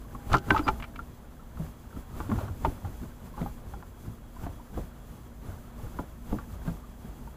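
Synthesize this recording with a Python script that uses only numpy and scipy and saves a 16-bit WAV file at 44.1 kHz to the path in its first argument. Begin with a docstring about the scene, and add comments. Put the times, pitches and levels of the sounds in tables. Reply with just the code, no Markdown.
"""Angler on a small boat

Shifting feet thump the deck while gear knocks, ticks and scuffs on the hollow hull, with a few faint tones.
Ripples plop under the hull, over a low rumble, a faint hum and a thin hiss. Blows are decaying sines with
resonant noise; scuffs, lapping and hiss are shaped noise; plops are rising sines. Each move of the angler
swells the background."""
import sys
import numpy as np
from scipy.fft import rfft, irfft, next_fast_len
from scipy.io import wavfile
from scipy.ndimage import map_coordinates

SR = 44100
rng = np.random.default_rng(int(sys.argv[2]) if len(sys.argv) > 2 else 0)


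def wrap_up_sound(samples):
    """Save the sound to the file named by the first command line argument, as 16-bit audio."""
    columns = np.atleast_2d(samples).T
    # keep every value between -1 and 1, then stretch to whole-number steps
    tamed = np.clip(columns, -1, 1)
    steps = np.round(tamed * 32767).astype(np.int16)
    wavfile.write(sys.argv[1], SR, steps)


N = 324576  # length in samples


def amp(db):
    """Turn decibels into gain."""
    return 10 ** (np.asarray(db) / 20)


def unit(x):
    """Scale to rms 1."""
    return x / np.sqrt(np.mean(x ** 2) + 1e-20)


def along(points, hz):
    """Read a curve of (Hz, value) points on a log frequency axis."""
    f, value = np.transpose(points)
    return np.interp(np.log(hz + 1), np.log(f), value)


def wobble(rate):
    """Draw a smooth random curve through `rate` knots a second."""
    knots = rng.standard_normal(int(N * rate / SR) + 4)
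    return map_coordinates(knots, [np.arange(N) * rate / SR])


def filtered(x, response):
    """Filter x by a complex response of frequency, padded so the tail does not wrap."""
    size = next_fast_len(len(x) + 8192)
    spectrum = rfft(x, size) * response(np.fft.rfftfreq(size, 1 / SR))
    return irfft(spectrum, size)[:len(x)]


def noise(colour, size):
    """Noise of rms 1 with the given (Hz, dB) colour."""
    return unit(filtered(rng.standard_normal(size), lambda hz: amp(along(colour, hz))))


def fade(t, t60, attack):
    """A quick rise and an exponential decay by 60 dB in t60 seconds, 4 ms at least."""
    return amp(-60 * t / max(t60, 0.004)) * (1 - np.exp(-t / attack))


def sine_rms(envelope):
    """The rms of a sine under this envelope."""
    return np.sqrt(np.mean(envelope ** 2) / 2)


def burst(carrier, envelope):
    """A noisy carrier under an envelope, with the energy of a sine under that envelope."""
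    return unit(carrier * envelope) * sine_rms(envelope)


def body(modes, f):
    """Response of a body as a sum of (Hz, width Hz, dB) resonances."""
    return sum(amp(db) * 1j * f * width / (centre * centre - f * f + 1j * f * width)
               for centre, width, db in modes)


def add(track, start, sound):
    """Mix a sound into the track at start seconds."""
    part = track[max(round(start * SR), 0):][:len(sound)]
    part += sound[:len(part)]


# Steady tones. Each row: pitch in Hz, rms level in dB, speed of the wavering in knots per second.
HUM_TONES = [(53.8, -52, 7.2), (238.7, -55.5, 9), (3310, -79, 24)]


def hum():
    """A faint low hum and a thin whine, each wavering in level and phase."""
    t = np.arange(N) / SR
    out = np.zeros(N)
    for hz, db, waver_rate in HUM_TONES:
        swell = 1 + wobble(waver_rate) / 2
        out += amp(db) * unit(swell * np.sin(2 * np.pi * hz * t + wobble(waver_rate)))
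    return out


# Steps and shifts of weight. Each row: height of the move in seconds, strength in dB,
# time to settle by 60 dB in seconds.
WEIGHT_SHIFTS = [(0.02, -5.5, 0.2), (0.15, -2, 0.5), (0.335, 16.5, 0.18), (0.505, 15.5, 0.55),
                 (0.68, 6, 0.86), (1.0, -3, 0.6), (1.6, 2, 0.84), (1.98, -0.5, 0.4), (2.18, 6, 1.1),
                 (2.32, 9, 0.84), (2.65, 10, 0.5), (2.86, -1, 1.2), (3.04, 2.5, 0.25), (3.27, -1, 0.2),
                 (3.42, 5, 0.6), (3.72, -1, 0.64), (4.07, -0.5, 0.4), (4.44, 3, 0.63), (4.785, 4.5, 0.4),
                 (5.11, -6, 1.0), (5.48, -1, 1.0), (5.84, 2, 0.5), (5.97, 0, 0.6), (6.32, 6.5, 0.55),
                 (6.54, 1.5, 0.2), (6.675, 7, 0.5), (7.06, -3, 1.6)]


def movement(wind_up_s=0.38, haste_per_db=0.035):
    """How hard the angler moves: each move builds by 60 dB, peaks and settles, stronger ones building faster."""
    t, power = np.arange(N) / SR, np.zeros(N)
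    for peak, db, settle in WEIGHT_SHIFTS:
        build = wind_up_s * np.exp(-haste_per_db * db)
        drop_db = 60 * np.maximum((peak - t) / build, (t - peak) / settle)
        power += amp(db - drop_db) ** 2
    return np.sqrt(power)


def swell_with(effort, settings):
    """The gain of a background layer: its resting level and the part stirred by movement, added in power."""
    rest_db, move_db, growth = settings
    return np.hypot(amp(rest_db), amp(move_db) * effort ** growth)


# The rocking hull. Colour, each row: frequency in Hz, relative level in dB. Swell: level at rest in dB,
# level stirred by a 0 dB move in dB, growth in dB per dB of strength.
RUMBLE_COLOUR = [(11, -34), (18, 0), (59, 2.5), (97, -6), (130, -10.5), (170, -32), (290, -120)]
RUMBLE_SWELL = (-49.5, -40.5, 1.0)


def rumble(effort):
    """The hull rumbles as it rocks: low noise that follows the movement."""
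    return swell_with(effort, RUMBLE_SWELL) * noise(RUMBLE_COLOUR, size=N)


# Soles on the deck. Colour, each row: frequency in Hz, relative level in dB. Swell, before the flutter:
# level at rest in dB, level stirred by a 0 dB move in dB, growth in dB per dB of strength.
SHUFFLE_COLOUR = [(50, -9), (90, 0.5), (160, 0), (240, -3), (330, -7.5), (480, -13.5), (800, -39),
                  (2000, -70)]
SHUFFLE_SWELL = (-52.5, -46.5, 0.83)


def shuffle(effort):
    """Soles shuffle: dull noise flutters unevenly and swells with each move."""
    flutter = amp(1.5 * wobble(25))
    return swell_with(effort, SHUFFLE_SWELL) * flutter * noise(SHUFFLE_COLOUR, size=N)


# A thin hiss. Colour, each row: frequency in Hz, relative level in dB. Swell, before the flutter:
# level at rest in dB, level stirred by a 0 dB move in dB, growth in dB per dB of strength.
HISS_COLOUR = [(1290, -19), (2200, -0.5), (3170, -2.5), (3390, -0.5), (3670, -6.5), (4970, -3), (5610, -6),
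               (6190, 0), (6600, -2.5), (7340, 0), (9220, -7), (10000, 1), (10900, -4), (14800, 1),
               (15400, -8)]
HISS_SWELL = (-66, -60, 0.6)


def hiss(effort):
    """A thin, lightly fluttering hiss that swells with the movement."""
    flutter = amp(0.94 * wobble(25))
    return swell_with(effort, HISS_SWELL) * flutter * noise(HISS_COLOUR, size=N)


def bubble(hz, t60=0.045, rise=6, attack=0.0046):
    """A pocket of air rings, its pitch rising by `rise` times hz per second as it nears the surface."""
    t = np.arange(SR // 10) / SR
    bent_time = t + rise * (t * t / 2 - attack * t)
    return np.sin(2 * np.pi * hz * bent_time) * fade(t, t60, attack)


def ripples(count, centre_hz=900, spread=0.576, scatter_db=5):
    """Many tiny, dead splashes along the waterline, scattered in time, pitch and level, at rms 1."""
    out = np.zeros(N)
    for when, pitch, size in rng.random((count, 3)):
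        hz = centre_hz * np.exp(spread * (2 * pitch - 1))
        splash = bubble(hz, t60=0.025, rise=2.5, attack=0.00051)
        add(out, when * N / SR, amp(scatter_db * (2 * size - 1)) * splash)
    return unit(out)


# Water against the hull. Colour, each row: frequency in Hz, relative level in dB. Swell, before flutter and
# ripples: level at rest in dB, level stirred by a 0 dB move in dB, growth in dB per dB of strength.
LAPPING_COLOUR = [(250, -17.5), (500, 2), (800, 0), (1100, -1.5), (1450, -6), (1800, -9), (2400, -17),
                  (4000, -19.5), (9000, -51)]
LAPPING_SWELL = (-59.5, -54.5, 0.68)


def lapping(effort, ripple_db=-8.5):
    """Water laps as fluttering noise sprinkled with tiny bubbles, more so as the angler moves."""
    wash = amp(wobble(30)) * noise(LAPPING_COLOUR, size=N)
    return swell_with(effort, LAPPING_SWELL) * (wash + amp(ripple_db) * ripples(count=500))


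# Ripples trapped under the hull. Each row: start in seconds, level in dB before the trim, bubble pitch in Hz.
HULL_PLOPS = [(0.048, -43, 1070), (1.394, -40.5, 1300), (2.138, -41, 1240), (3.339, -37, 1040),
              (4.364, -36, 990), (4.597, -37, 948), (4.736, -46, 912), (5.516, -42, 1410),
              (5.795, -38, 840), (6.537, -45, 1170), (6.837, -39, 1170)]


def plops(trim_db=1):
    """The few ripples that slap the hull clearly, each a single rising bubble."""
    out = np.zeros(N)
    for start, db, hz in HULL_PLOPS:
        add(out, start, amp(db + trim_db) * bubble(hz))
    return out


# Clean tones, the last two short squeaks. Each row: start in seconds, length in seconds, pitch in Hz,
# peak level in dB.
THIN_TONES = [(0.02, 0.93, 812, -51), (0.356, 0.68, 670, -53), (0.63, 0.04, 4850, -48.5),
              (3.44, 0.06, 12327, -56)]


def tones():
    """Faint pure tones that swell and fade under half a sine."""
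    out = np.zeros(N)
    for start, length, hz, db in THIN_TONES:
        t = np.arange(int(length * SR)) / SR
        add(out, start, amp(db) * np.sin(np.pi * t / length) * np.sin(2 * np.pi * hz * t))
    return out


# Gear and soles dragged over the deck. Each row: start in seconds, length in seconds, level in dB mid-stroke.
SCUFF_STROKES = [(0.28, 0.115, -34.5), (0.445, 0.2, -35), (0.643, 0.084, -37), (2.29, 0.25, -43),
                 (3.338, 0.13, -47.5), (4.39, 0.11, -49.5), (6.63, 0.095, -49)]
# Colour of the rough deck. Each row: frequency in Hz, relative level in dB.
SCUFF_COLOUR = [(150, -20), (370, 2), (600, -1.5), (900, 2), (1450, -1), (1800, -14), (3000, -18),
                (6000, -27.5), (9000, -38), (15000, -40)]


def scuffs(grit_db=2.5, grit_rate=180):
    """Each stroke swells and fades, catching unevenly on the rough deck (grit in knots per second)."""
    pressure = np.zeros(N)
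    for start, length, db in SCUFF_STROKES:
        add(pressure, start, amp(db) * np.hanning(int(length * SR)))
    grit = amp(grit_db * wobble(grit_rate))
    return pressure * unit(grit * noise(SCUFF_COLOUR, size=N))


# Rod and reel ticking against the side; the row at 2.651 s adds brightness to the hull knock at 2.648 s. # Each
# row: start in seconds, level in dB before the trim, decay by 60 dB in seconds, brightness in dB per octave.
GEAR_TICKS = [(0.327, -30, 0.018, 8), (0.331, -14, 0.01, 6.5), (0.342, -29, 0.02, 4), (0.35, -29, 0.042, 7),
              (0.369, -28, 0.021, 11), (0.382, -33, 0.033, 11), (0.505, -8.5, 0.024, -10),
              (0.564, -29, 0.039, -3), (0.577, -25.5, 0.048, -0.5), (0.591, -25, 0.04, -4.5),
              (0.678, -22, 0.04, -2), (0.684, -22, 0.04, 1.5), (0.8, -32, 0.035, -6),
              (0.824, -27.5, 0.044, -5.5), (0.84, -29.5, 0.047, -7), (0.958, -32.5, 0.041, -4.5),
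              (2.203, -41, 0.03, -5), (2.651, -31, 0.05, -6), (3.415, -35.5, 0.022, -2)]
# Resonances of rod and reel. Each row: frequency in Hz, width in Hz, relative level in dB.
ROD_MODES = [(1410, 390, 11.5), (2110, 65, 22), (2333, 90, 24), (2670, 77, 17.5), (2850, 110, 15),
             (3370, 58, -18), (3500, 120, -14), (4160, 130, -16), (4800, 130, -12), (5400, 130, -24),
             (6060, 160, -6), (6640, 200, -27)]
# Colour of the scrape. Each row: frequency in Hz, relative level in dB.
SCRAPE_COLOUR = [(500, -21), (1200, 9.5), (3100, -2), (4000, -0.5), (7000, -16), (9000, -60), (15000, -47)]


def ticks(attack=0.00047, trim_db=-3, pivot_hz=3000, scrape_db=-5):
    """Short contacts ring the modes of the rod and reel over a broad scrape, each with its own brightness."""
    out, t = np.zeros(N), np.arange(SR // 5) / SR
    for start, db, t60, tilt_db in GEAR_TICKS:
        hit = rng.standard_normal(len(t))
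        modes = unit(filtered(hit, lambda f: body(ROD_MODES, f) / (1 + (f / 8000) ** 4)))
        contact = modes + amp(scrape_db) * noise(SCRAPE_COLOUR, size=len(t))
        # the tilt pivots at 3 kHz and levels off outside 0.3 to 2 times that
        contact = filtered(contact, lambda f: amp(tilt_db * np.log2(np.clip(f / pivot_hz, 0.3, 2))))
        add(out, start, amp(db + trim_db) * burst(contact, fade(t, t60, attack)))
    return out


# The boat's lively notes, where a blow rings on. Each row: pitch in Hz, width in Hz,
# decay time added in seconds.
LIVELY_NOTES = [(161, 14, 0.09), (303.6, 8.8, 0.063), (392, 16, 0.15), (877, 12, 0.073), (1536, 25, 0.03)]


def lingering(hz):
    """Extra ring time in seconds of a blow that lands near a lively note."""
    return sum(added / (1 + (2 * (hz - note) / width) ** 2) for note, width, added in LIVELY_NOTES)


# Feet and heavy gear flexing the deck. 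Each row: start in seconds, level in dB, panel pitch in Hz.
DECK_THUMPS = [(0.333,-20,127), (0.345,-20.5,307), (0.350,-24,386), (0.501,-24.5,392), (0.513,-18,305),
               (0.545,-29,352), (0.594,-22,304), (0.668,-21,268), (0.683,-26,379), (1.596,-24,155.7),
               (1.969,-31,265), (2.199,-28.5,335), (2.291,-23,292), (2.315,-16.5,221), (2.347,-24.5,101),
               (2.376,-26,84), (2.434,-27,101.5), (2.498,-27.5,88), (2.65,-27,150), (2.665,-27,378),
               (2.672,-23.5,270), (2.844,-28,90.4), (3.028,-31.5,248), (3.408,-26.5,171), (3.415,-22.5,246),
               (4.077,-32,110), (4.436,-29,81), (4.465,-30,275), (4.773,-26.5,322), (4.777,-25.5,502),
               (5.485,-30,91.6), (5.992,-21,272.5), (6.324,-20,208), (6.328,-24.5,482), (6.333,-25.5,297),
               (6.527,-34.5,80), (6.677,-22.5,166), (7.046,-33,204)]
# Colour of the neighbouring panels. Each row: frequency in Hz, relative level in dB.
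DECK_COLOUR = [(40, -41), (100, 4), (220, -0.5), (330, -1), (480, -8.5), (700, -4.5), (1500, -45),
               (4000, -84)]


def thumps(attack=0.002, panel_cycles=20.7, crowd_db=-7, crowd_t60=0.16,
           boom_centre_hz=82, boom_t60=0.14, boom_db=-11):
    """A soft blow bends a deck panel, stirs its neighbours and pushes the whole hull."""
    out, t = np.zeros(N), np.arange(SR // 2) / SR
    for start, db, hz in DECK_THUMPS:
        # decay is counted in cycles, so low panels ring longer, plus any lively note
        panel_t60 = panel_cycles / hz + lingering(hz)
        panel = np.sin(2 * np.pi * hz * t) * fade(t, panel_t60, attack)
        # slow blows reach fewer high modes
        stirred = filtered(noise(DECK_COLOUR, size=len(t)), lambda f: 1 / (1 + 1j * f / (2 * hz)))
        crowd = burst(stirred, fade(t, crowd_t60, attack))
        boom_hz = boom_centre_hz * np.exp(rng.normal(0, 0.11))
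        boom = np.sin(2 * np.pi * boom_hz * t) * fade(t, boom_t60, 2 * attack)
        add(out, start, amp(db) * (panel + amp(crowd_db) * crowd + amp(boom_db) * boom))
    return out


# Hard contacts on hull and gear. Each row: start in seconds, level in dB before the ring and rattle trims,
# ring pitch in Hz, clatter level against the ring in dB before those trims.
HULL_KNOCKS = [(0.149,-30.5,1100,-9), (0.317,-29.5,1410,3), (0.333,-16,1277,-12), (0.340,-13.5,1317,3),
               (0.346,-15.5,913,-0.5), (0.361,-20.5,1265,-10), (0.505,-12,1536,-4), (0.546,-16.5,877,-13),
               (0.563,-14,1277,-8), (0.591,-24.5,1310,-12), (0.669,-27.5,1190,-2), (0.680,-15,1358,-2),
               (0.686,-14,868,-9), (0.991,-25.5,1380,-10), (1.571,-41,1315,-2), (1.664,-43,1080,-1),
               (1.927,-43,1340,-8), (1.964,-41,1295,-9), (2.202,-29.5,1175,-0.5), (2.298,-34,1080,-2),
               (2.315,-29,1075,1), (2.386,-31,1040,0), (2.411,-28.5,580,-14), (2.479,-36,1125,-3),
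               (2.648,-14,915,-5.5), (2.651,-22,624,-12), (2.848,-30.5,820,-7.5), (3.377,-36.5,850,1),
               (3.460,-25.5,816,-8.5), (3.737,-31.5,810,-6.5), (3.825,-37.5,1015,-1), (4.465,-29,700,-8),
               (4.773,-30.5,716,-6), (5.988,-26.5,993,-3.5), (6.323,-35.5,900,2), (6.385,-31.5,1140,-2),
               (6.676,-37,1590,-1), (7.274,-35.5,923,-12)]
# Resonances of the hull side. Each row: frequency in Hz, width in Hz, relative level in dB.
WALL_MODES = [(380, 69, -7.5), (556, 43, -11), (690, 100, -10), (855, 19, 4), (1046, 36, -5),
              (1118, 89, 2.5), (1209, 52, 0), (1379, 30, 4), (1520, 14, -5), (1970, 74, -21),
              (2330, 38, -25), (2520, 27, -26), (2750, 85, -19)]
# Colour of the rattle. Each row: frequency in Hz, relative level in dB.
RATTLE_COLOUR = [(150, -30), (400, -10), (600, -9.5), (850, 7), (1250, -7), (1500, -1), (1750, -18),
                 (2600, -21), (4500, -25), (12000, -44)]


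def knocks(hard_attack=0.00079, hard_db=-12, give=0.18, damped_t60=0.049, contact_t60=0.022,
           ring_db=-1, rattle_db=-6, rattle_t60=0.068, softness=2.03):
    """Each contact rings one mode most, set by where it lands, with the rest of the wall and a short rattle."""
    out, t = np.zeros(N), np.arange(SR // 3) / SR
    for start, db, hz, clatter_db in HULL_KNOCKS:
        attack = hard_attack * amp(give * (hard_db - db))  # gentler contacts rise more slowly
        # most of the wall is well damped
        envelope = fade(t, damped_t60 + lingering(hz), attack)
        ring = np.sin(2 * np.pi * hz * t) * envelope
        # low-pitched contacts are also softer
        dull = lambda f: 1 / (1 + 1j * f / (softness * hz)) ** 2
        force = rng.standard_normal(len(t)) * fade(t, contact_t60, attack)
        wall = unit(filtered(force, lambda f: body(WALL_MODES, f) * dull(f))) * sine_rms(envelope)
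        rattle = burst(filtered(noise(RATTLE_COLOUR, size=len(t)), dull), fade(t, rattle_t60, attack))
        clatter = wall + amp(rattle_db) * rattle
        add(out, start, amp(db) * (amp(ring_db) * ring + amp(clatter_db) * clatter))
    return out


def scene():
    """Everything on and around the boat, in open air."""
    effort = movement()
    background = hum() + rumble(effort) + shuffle(effort) + hiss(effort) + lapping(effort)
    details = plops() + tones() + scuffs()
    return (background + details + ticks() + thumps() + knocks())[None]


def record(dry, top_hz=15550):
    """Keep nothing from the band limit upward."""
    return filtered(dry[0], lambda hz: hz < top_hz)[None]


dry = scene()
out = record(dry)
wrap_up_sound(out)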